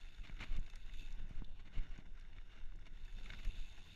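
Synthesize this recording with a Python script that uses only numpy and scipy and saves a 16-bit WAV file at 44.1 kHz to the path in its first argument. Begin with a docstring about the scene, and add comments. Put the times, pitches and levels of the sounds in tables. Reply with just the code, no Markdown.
"""The sound inside a case on a rider's chest along a forest trail, built from filtered noise and pulses.
From the start low shaking and the rumble of wind and frame fill the bass; tyres hiss and crackle on dirt and
leaves, the chain whirs and air hisses, these three coloured by the case resonances. Ticks, pressure bumps, strap
scrapes and damped knocks soon join; ticks and scrapes also pass the case resonances. The chain swells near
1 s, almost vanishes from 1.6 s to 2.8 s and returns towards the end, amid strong bumps near 3.5 s."""
import sys
import numpy as np
from scipy import signal
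from scipy.fft import rfft, irfft
from scipy.io import wavfile
from scipy.ndimage import uniform_filter1d

SR = 44100
rng = np.random.default_rng(int(sys.argv[2]) if len(sys.argv) > 2 else 0)


def wav_out(sig):
    """Save sig, one row per channel (or a flat mono array), as 16-bit PCM at SR to the path in sys.argv[1]."""
    wavfile.write(sys.argv[1], SR, np.round(np.clip(np.atleast_2d(sig).T, -1, 1) * 32767).astype(np.int16))


def nominal_scale(level):
    """Amplitude ratio for a level in decibels (scalar or array-like)."""
    x = np.asarray(level, float) / 20
    return 10 ** x


N = 174195

# Resonances of the case: f/Hz, width/Hz, level/dB (lift; negative is a dip)
CASE_MODES = [(635, 55, 9.5), (1118, 170, 2.5), (1472, 240, 4.5), (2200, 320, 8), (2850, 205, 6),
              (3260, 270, -5.5), (3600, 293, 11), (4385, 90, 4.5), (5500, 170, 5.5), (6500, 380, 3.5)]
# Shaking, strength over time: t/s, level/dB
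SHAKE_LEVEL = [(0, -45.5), (.3, -54), (.55, -49.5), (.75, -49.5), (1.0, -43.5), (1.5, -48), (1.9, -52),
               (2.3, -48), (2.7, -50.5), (3.0, -46), (3.4, -44.5), (3.7, -50.5), (3.95, -55.5)]
# Shaking, shape of spectrum: f/Hz, level/dB
SHAKE_COLOUR = [(3, -25.5), (8, -4), (24, -1), (33, -9.5), (60, -27.5), (100, -39), (1000, -150)]
# Wind and frame rumble, strength over time: t/s, level/dB
RUMBLE_LEVEL = [(0, -65.5), (.25, -64), (.55, -55), (.75, -65), (1.0, -59.5), (1.35, -60), (1.6, -62.5),
                (1.8, -57), (2.1, -65), (2.5, -64.5), (2.8, -62), (3.1, -62.5), (3.3, -55), (3.5, -58.5),
                (3.7, -64.5), (3.95, -62)]
# Wind and frame rumble, shape of spectrum: f/Hz, level/dB
RUMBLE_COLOUR = [(25, 1.5), (50, -8.5), (100, -5.5), (160, -14), (250, -14.5), (330, -25.5), (500, -26),
                 (900, -50), (2000, -76.5), (8000, -130)]
# Tyres on dirt and leaves, strength over time: t/s, level/dB
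TYRE_LEVEL = [(0, -73.5), (.2, -70.5), (.45, -69.5), (.7, -71), (.95, -71), (1.2, -69), (1.45, -72.5),
              (1.7, -73.5), (1.85, -67), (2.1, -75.5), (2.3, -71), (2.55, -71), (2.75, -74), (3.0, -73.5),
              (3.3, -64), (3.5, -70), (3.75, -70.5), (3.95, -71.5)]
# Tyres, shape of spectrum before the case: f/Hz, level/dB
TYRE_COLOUR = [(200, -6), (400, -7), (1200, -3), (1600, -2.5), (2800, -5.5), (4000, -14), (5000, -13),
               (7000, -25.5), (7800, -32.5), (10000, -27.5), (14500, -48.5)]
# Chain, strength over time: t/s, level/dB
CHAIN_LEVEL = [(0, -68), (.15, -71), (.45, -72), (.62, -72.5), (.72, -72), (.9, -70), (1.0, -61),
               (1.1, -69), (1.2, -77), (1.6, -85.5), (2.8, -84), (3.0, -73.5), (3.25, -66.5), (3.6, -64.5),
               (3.75, -68.5), (3.95, -65)]
# Chain, shape of spectrum before the resonances: f/Hz, level/dB
CHAIN_COLOUR = [(800, -32), (1500, -21), (2200, -15.5), (2700, -1.5), (3600, -8.5), (5000, -14.5),
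                (7000, -17.5), (7800, -29.5), (10000, -26.5), (12000, -20.5), (14500, -60)]
# Resonances of the metal drive: f/Hz, width/Hz, level/dB (lift)
CHAIN_MODES = [(2630, 180, 12), (6750, 350, 4), (8610, 300, 5), (10700, 220, 9), (11500, 160, 10),
               (12450, 300, 6)]
# Airstream hiss, shape of spectrum before the case: f/Hz, level/dB
AIR_COLOUR = [(1000, -13.5), (4000, -3), (7000, -12), (8000, -8.5), (12000, -14), (14500, -20)]
# Ticks of cable and twigs: t/s (start), level/dB (peak before filtering), f/Hz (centre), width/octaves
TICKS = [(.085, -58, 2980, 0.8), (.146, -57.5, 3600, 0.81), (.2718, -53.5, 2030, 1.8),
         (0.296, -51.5, 1850, 0.7), (0.392, -51, 2240, 0.84), (.426, -44.5, 2290, 0.43),
         (.565, -48.5, 3800, 2.4), (.595, -57, 6760, .3), (.663, -54.5, 2960, 1.43),
         (0.699, -51.5, 3380, 2.7), (0.7563, -46, 6450, 1.33), (.758, -57.5, 1920, 0.4),
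         (.894, -59.5, 1800, .8), (0.94, -60.5, 1700, 0.68), (1.124, -55, 5400, 1.2),
         (1.291, -61, 7400, 1.4), (1.4445, -56, 3660, .5), (1.4448, -61, 7000, 1.3),
         (1.977, -55, 5940, 0.76), (2.176, -61, 1940, 1.9), (2.197, -58, 5500, 1.7), (2.21, -59, 3880, 1),
         (2.331, -60, 1910, 1.7), (2.364, -62, 2040, 2), (2.3838, -54.5, 1980, 1.3),
         (2.528, -63, 2200, 1.5), (2.721, -63.5, 1500, 1.6), (2.758, -62.5, 7000, 0.72),
         (2.788, -64.5, 1670, 0.57), (2.792, -66, 5740, .7), (2.856, -59.5, 2400, 2.1),
         (2.866, -58, 2600, 2.5), (3.049, -57, 5000, 1.9), (3.079, -62, 1720, 0.53),
         (3.2332, -56.5, 3600, 1), (3.259, -51, 1910, 1.5), (3.302, -45, 2380, 1.1),
         (3.334, -46.5, 2200, 1.45), (3.448, -46.5, 7000, 1.7), (3.45, -51.5, 2270, 1.3),
         (3.9175, -55.5, 3170, 1)]
# Filter on the ticks, before the case: f/Hz, level/dB
TICK_COLOUR = [(1000, 4), (2000, 1.5), (3600, 0), (7000, -4.5), (8500, -12), (11000, -6), (14000, -13)]
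# Bumps: t/s (peak), level/dB (before factor and leak), length/s, signed factor (negative is a dip)
BUMPS = [(0.205, -30.5, 0.024, -0.64), (0.329, -34.5, 0.024, -0.81), (0.507, -32, 0.029, 1),
         (0.531, -33, 0.042, -1.66), (0.569, -32, 0.032, -0.8), (0.573, -22.5, 0.027, 0.64),
         (0.599, -30, 0.031, -0.89), (0.95, -35.5, 0.0309, -1.12), (1.126, -36.5, 0.041, -1.4),
         (1.214, -36.5, 0.034, -0.83), (1.374, -31, 0.035, -1.24), (1.498, -32, 0.043, -0.85),
         (1.593, -37, 0.068, -0.63), (1.786, -20, 0.032, -0.56), (1.805, -35.5, 0.022, 0.44),
         (1.916, -36, 0.034, -1.25), (2.101, -43.5, 0.043, -1.7), (2.41, -35, 0.04, -0.6),
         (2.625, -34.5, 0.035, 0.68), (2.654, -34.5, 0.048, -1.04), (3.466, -30.5, 0.028, 1),
         (3.484, -26, 0.026, -0.85), (3.601, -23, 0.033, -0.4), (3.699, -31, 0.034, -0.47)]
# Strap scrapes: t/s (start), length/s, level/dB (rms at full strength)
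SCRAPES = [(.236, 0.028, -58), (0.274, 0.019, -59), (0.39, 0.024, -57), (0.405, 0.039, -49.5),
           (0.431, 0.089, -63.5), (0.52, 0.018, -58.5), (0.537, 0.042, -61.5), (0.87, 0.066, -69.5),
           (1.293, 0.04, -66.5), (1.35, 0.049, -70.5), (1.591, 0.021, -63.5), (1.65, 0.035, -64.5),
           (1.728, 0.042, -61), (1.769, 0.026, -57.5), (1.82, 0.034, -65), (1.907, 0.065, -65),
           (1.975, 0.037, -65.5), (2.168, 0.029, -72.5), (2.219, 0.01, -66.5), (2.35, 0.038, -74.5),
           (2.496, 0.11, -70), (2.687, 0.02, -72), (2.77, 0.011, -75), (2.859, .022, -64.5),
           (3.237, .06, -72), (3.297, 0.013, -55.5), (3.32, 0.031, -61.5), (3.387, 0.023, -62),
           (3.428, 0.044, -59.5), (3.544, 0.026, -64.5)]
# Scrapes, shape of spectrum before the resonances: f/Hz, level/dB
SCRAPE_COLOUR = [(150, 6.5), (300, 1), (550, -13), (1100, -7.5), (2200, -6), (3000, -5), (4300, -13),
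                 (5000, -22), (7000, -22), (8500, -35.5), (11500, -37.5), (14500, -48.5)]
# Resonances of the strap: f/Hz, width/Hz, level/dB (lift; negative is a dip)
STRAP_MODES = [(670, 130, 3.5), (2200, 410, 0.5), (3600, 350, -7)]
# Knocks through the frame: t/s (start), level/dB (before damping), f/Hz (swing), level/dB (edge against swing)
KNOCKS = [(0.297, -40, 154, -7), (0.588, -34.5, 112, -29), (1.309, -39.5, 136, -27),
          (1.421, -35.5, 196, -8.5), (1.779, -37, 98, -32), (1.988, -38.5, 177, -13),
          (3.3, -53, 113.6, -20)]


def curve(table):
    """Amplitude envelope: levels in dB interpolated linearly over time."""
    table = np.array(table)
    return nominal_scale(np.interp(np.arange(N) / SR, table[:, 0], table[:, 1]))


def unit(x):
    """Normalisation: scale to rms 1."""
    return x / np.sqrt(np.mean(x ** 2))


def colour(x, points, modes=()):
    """Minimum-phase filtering: the cepstrum of a magnitude response, folded to be causal."""
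    size = 2 ** 18
    hz = np.maximum(np.arange(size // 2 + 1) * SR / size, 1)
    points = np.array(points)
    db = np.interp(np.log(hz), np.log(points[:, 0]), points[:, 1])
    for centre_hz, width_hz, lift_db in modes:
        db = db + lift_db / (1 + (2 * (hz - centre_hz) / width_hz) ** 2)
    cepstrum = irfft(np.log(nominal_scale(db)))
    cepstrum[1:size // 2] *= 2
    cepstrum[size // 2 + 1:] = 0
    response = np.exp(rfft(cepstrum))
    return irfft(rfft(x, size) * response)[:N]


def walk(rate):
    """Random modulation: levels held for 1 / rate seconds, smoothed twice and scaled to rms 1."""
    hold = int(SR / rate)
    steps = np.repeat(rng.standard_normal(1000)[:N // hold + 1], hold)
    smooth = uniform_filter1d(uniform_filter1d(steps, hold), hold)
    return unit(smooth[:N])


def decay(t60_s):
    """Exponential decay: per-sample factor that loses 60 dB in t60_s."""
    return nominal_scale(-60 / (t60_s * SR))


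def band(x, lo_hz, hi_hz):
    """Band-pass filtering: keep the range between two frequencies."""
    edges = [lo_hz, min(hi_hz, .45 * SR)]
    return signal.sosfilt(signal.butter(2, edges, "band", fs=SR, output="sos"), x)


def grains(per_s, spread_db):
    """Shot noise: random short decaying crackles, a few much larger than the rest."""
    chance, size, noise = rng.random(N), rng.exponential(size=N), rng.standard_normal(N)
    starts = (chance < per_s / SR) * nominal_scale(spread_db * np.minimum(size, 4))
    envelope = signal.lfilter([1], [1, -decay(.012)], starts)
    return unit(envelope * noise)


def flicker(x, lo_hz, count, own_db, rate):
    """Independent band modulation: each octave wavers in level on its own."""
    out = 0
    for k in range(count):
        octave = band(x, lo_hz * 2 ** k, lo_hz * 2 ** (k + 1))
        out = out + nominal_scale(own_db * walk(rate)) * octave
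    return out


def shaking():
    """Amplitude-modulated noise: a low band wavers in level."""
    noise = rng.standard_normal(N) * nominal_scale(2.5 * walk(29.84))
    return curve(SHAKE_LEVEL) * unit(colour(noise, SHAKE_COLOUR))


def rumble():
    """Turbulent noise: gusts of wind and frame rumble modulate a bass spectrum, in common and by octave."""
    noise = rng.standard_normal(N) * nominal_scale(2.6 * walk(35))
    noise = flicker(noise, 29.9, count=5, own_db=.8, rate=25)
    return curve(RUMBLE_LEVEL) * unit(colour(noise, RUMBLE_COLOUR))


def tyres():
    """Rolling contact: dirt gives continuous noise, leaves give shot-like crackle; both waver together."""
    throb_db, grit_db = .9, 1.8  # slow and fast wavering
    dirt = rng.standard_normal(N)
    leaves = nominal_scale(-2) * grains(per_s=300, spread_db=2.6)
    rough = (dirt + leaves) * nominal_scale(throb_db * walk(20) + grit_db * walk(70))
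    rough = flicker(rough, 297.8, count=6, own_db=.8, rate=15)
    return curve(TYRE_LEVEL) * unit(colour(rough, TYRE_COLOUR, CASE_MODES))


def chain():
    """Forced resonance: links seat on teeth at a nearly even rate and, with grit, ring the metal drive."""
    links_per_s, jitter, spread_db = 85, .15, 2.2  # jitter as a share of the interval
    chance = rng.standard_normal((int(1.5 * links_per_s * N / SR), 2))
    at = np.cumsum(SR / links_per_s * (1 + jitter * chance[:, 0])).astype(int)
    starts = np.zeros(N)
    starts[at[at < N]] = nominal_scale(spread_db * chance[at < N, 1])
    links = signal.lfilter([1], [1, -decay(.03)], starts) * rng.standard_normal(N)
    grit = rng.standard_normal(N) * nominal_scale(1.2 * walk(41))
    drive = grit + 1.1 * unit(links)
    drive = flicker(drive, 700, count=5, own_db=.6, rate=60)
    return curve(CHAIN_LEVEL) * unit(colour(drive, CHAIN_COLOUR, CASE_MODES + CHAIN_MODES))


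def air():
    """Stationary noise: the airstream gives an even hiss, coloured by the case."""
    return nominal_scale(-90.5) * unit(colour(rng.standard_normal(N), AIR_COLOUR, CASE_MODES))


def ticks():
    """Impulsive excitation: brief decaying noise, band-limited about each centre, then coloured by the case."""
    t60_s, rise_s = .02, .0006
    t, out = np.arange(2048) / SR, np.zeros(N + 2048)
    envelope = nominal_scale(-60 * t / t60_s) * np.minimum(t / rise_s, 1)
    for s, db, hz, octaves in TICKS:
        half = 2 ** (octaves / 2)
        burst = band(rng.standard_normal(len(t)) * envelope, hz / half, hz * half)
        start = int(s * SR)
        out[start:start + len(t)] += burst / np.abs(burst).max() * nominal_scale(db)
    return colour(out[:N], TICK_COLOUR, CASE_MODES)


def bumps():
    """Pressure leakage: smooth swings in the case pass a high-pass filter, as slow pressure leaks away."""
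    vent_hz = 4
    t, swing = np.arange(N) / SR, np.zeros(N)
    for s, db, length, factor in BUMPS:
        phase = np.pi * np.clip((t - s) / length, -.5, .5)
        swing += factor * nominal_scale(db) * np.cos(phase) ** 1.08
    return signal.sosfilt(signal.butter(2, vent_hz, "high", fs=SR, output="sos"), swing)


def scrapes():
    """Stick-slip friction: dense clicks and noise, in soft-edged rubs, excite the strap and case."""
    edge_s = .01
    t, envelope = np.arange(N) / SR, np.zeros(N)
    for s, length, db in SCRAPES:
        inside_s = np.minimum(t - s, s + length - t)
        envelope += nominal_scale(db) * np.clip(inside_s / edge_s + .5, 0, 1)  # half strength at start and end
    rub = rng.standard_normal(N) + 0.69 * grains(per_s=2000, spread_db=2.1)
    rub = rub * nominal_scale(2 * walk(120))
    modes = CASE_MODES + STRAP_MODES
    return colour(envelope * rub, SCRAPE_COLOUR, modes) / np.std(colour(rub, SCRAPE_COLOUR, modes))


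def knocks():
    """Damped oscillation: a dull, short-lived swing, with a higher and faster-decaying edge at its onset."""
    decay_turns, rise_turns, edge_turns = .46, .025, .12  # time constants in cycles of the swing
    t, out = np.arange(N) / SR, np.zeros(N)
    for s, db, hz, edge_db in KNOCKS:
        turn = np.maximum(t - s, 0) * hz
        swing = np.sin(2 * np.pi * turn) * np.exp(-turn / decay_turns)
        out += nominal_scale(db) * swing * (1 - np.exp(-turn / rise_turns))
        out += nominal_scale(db + edge_db) * np.sin(2 * np.pi * 4.4 * turn) * np.exp(-turn / edge_turns)
    return out


def scene():
    """Superposition: all sources add in one channel."""
    low = bumps() + shaking() + rumble()
    contact = tyres() + chain() + scrapes() + ticks() + knocks()
    return (low + contact + air())[None]


def band_limit(x):
    """A steep low-pass at the top of the band."""
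    return signal.sosfilt(signal.butter(12, 14300, fs=SR, output="sos"), x)


def record(dry):
    """Signal chain: the summed sources go to the final stage with no further gain."""
    return band_limit(dry)


dry = scene()
out = record(dry)
wav_out(out)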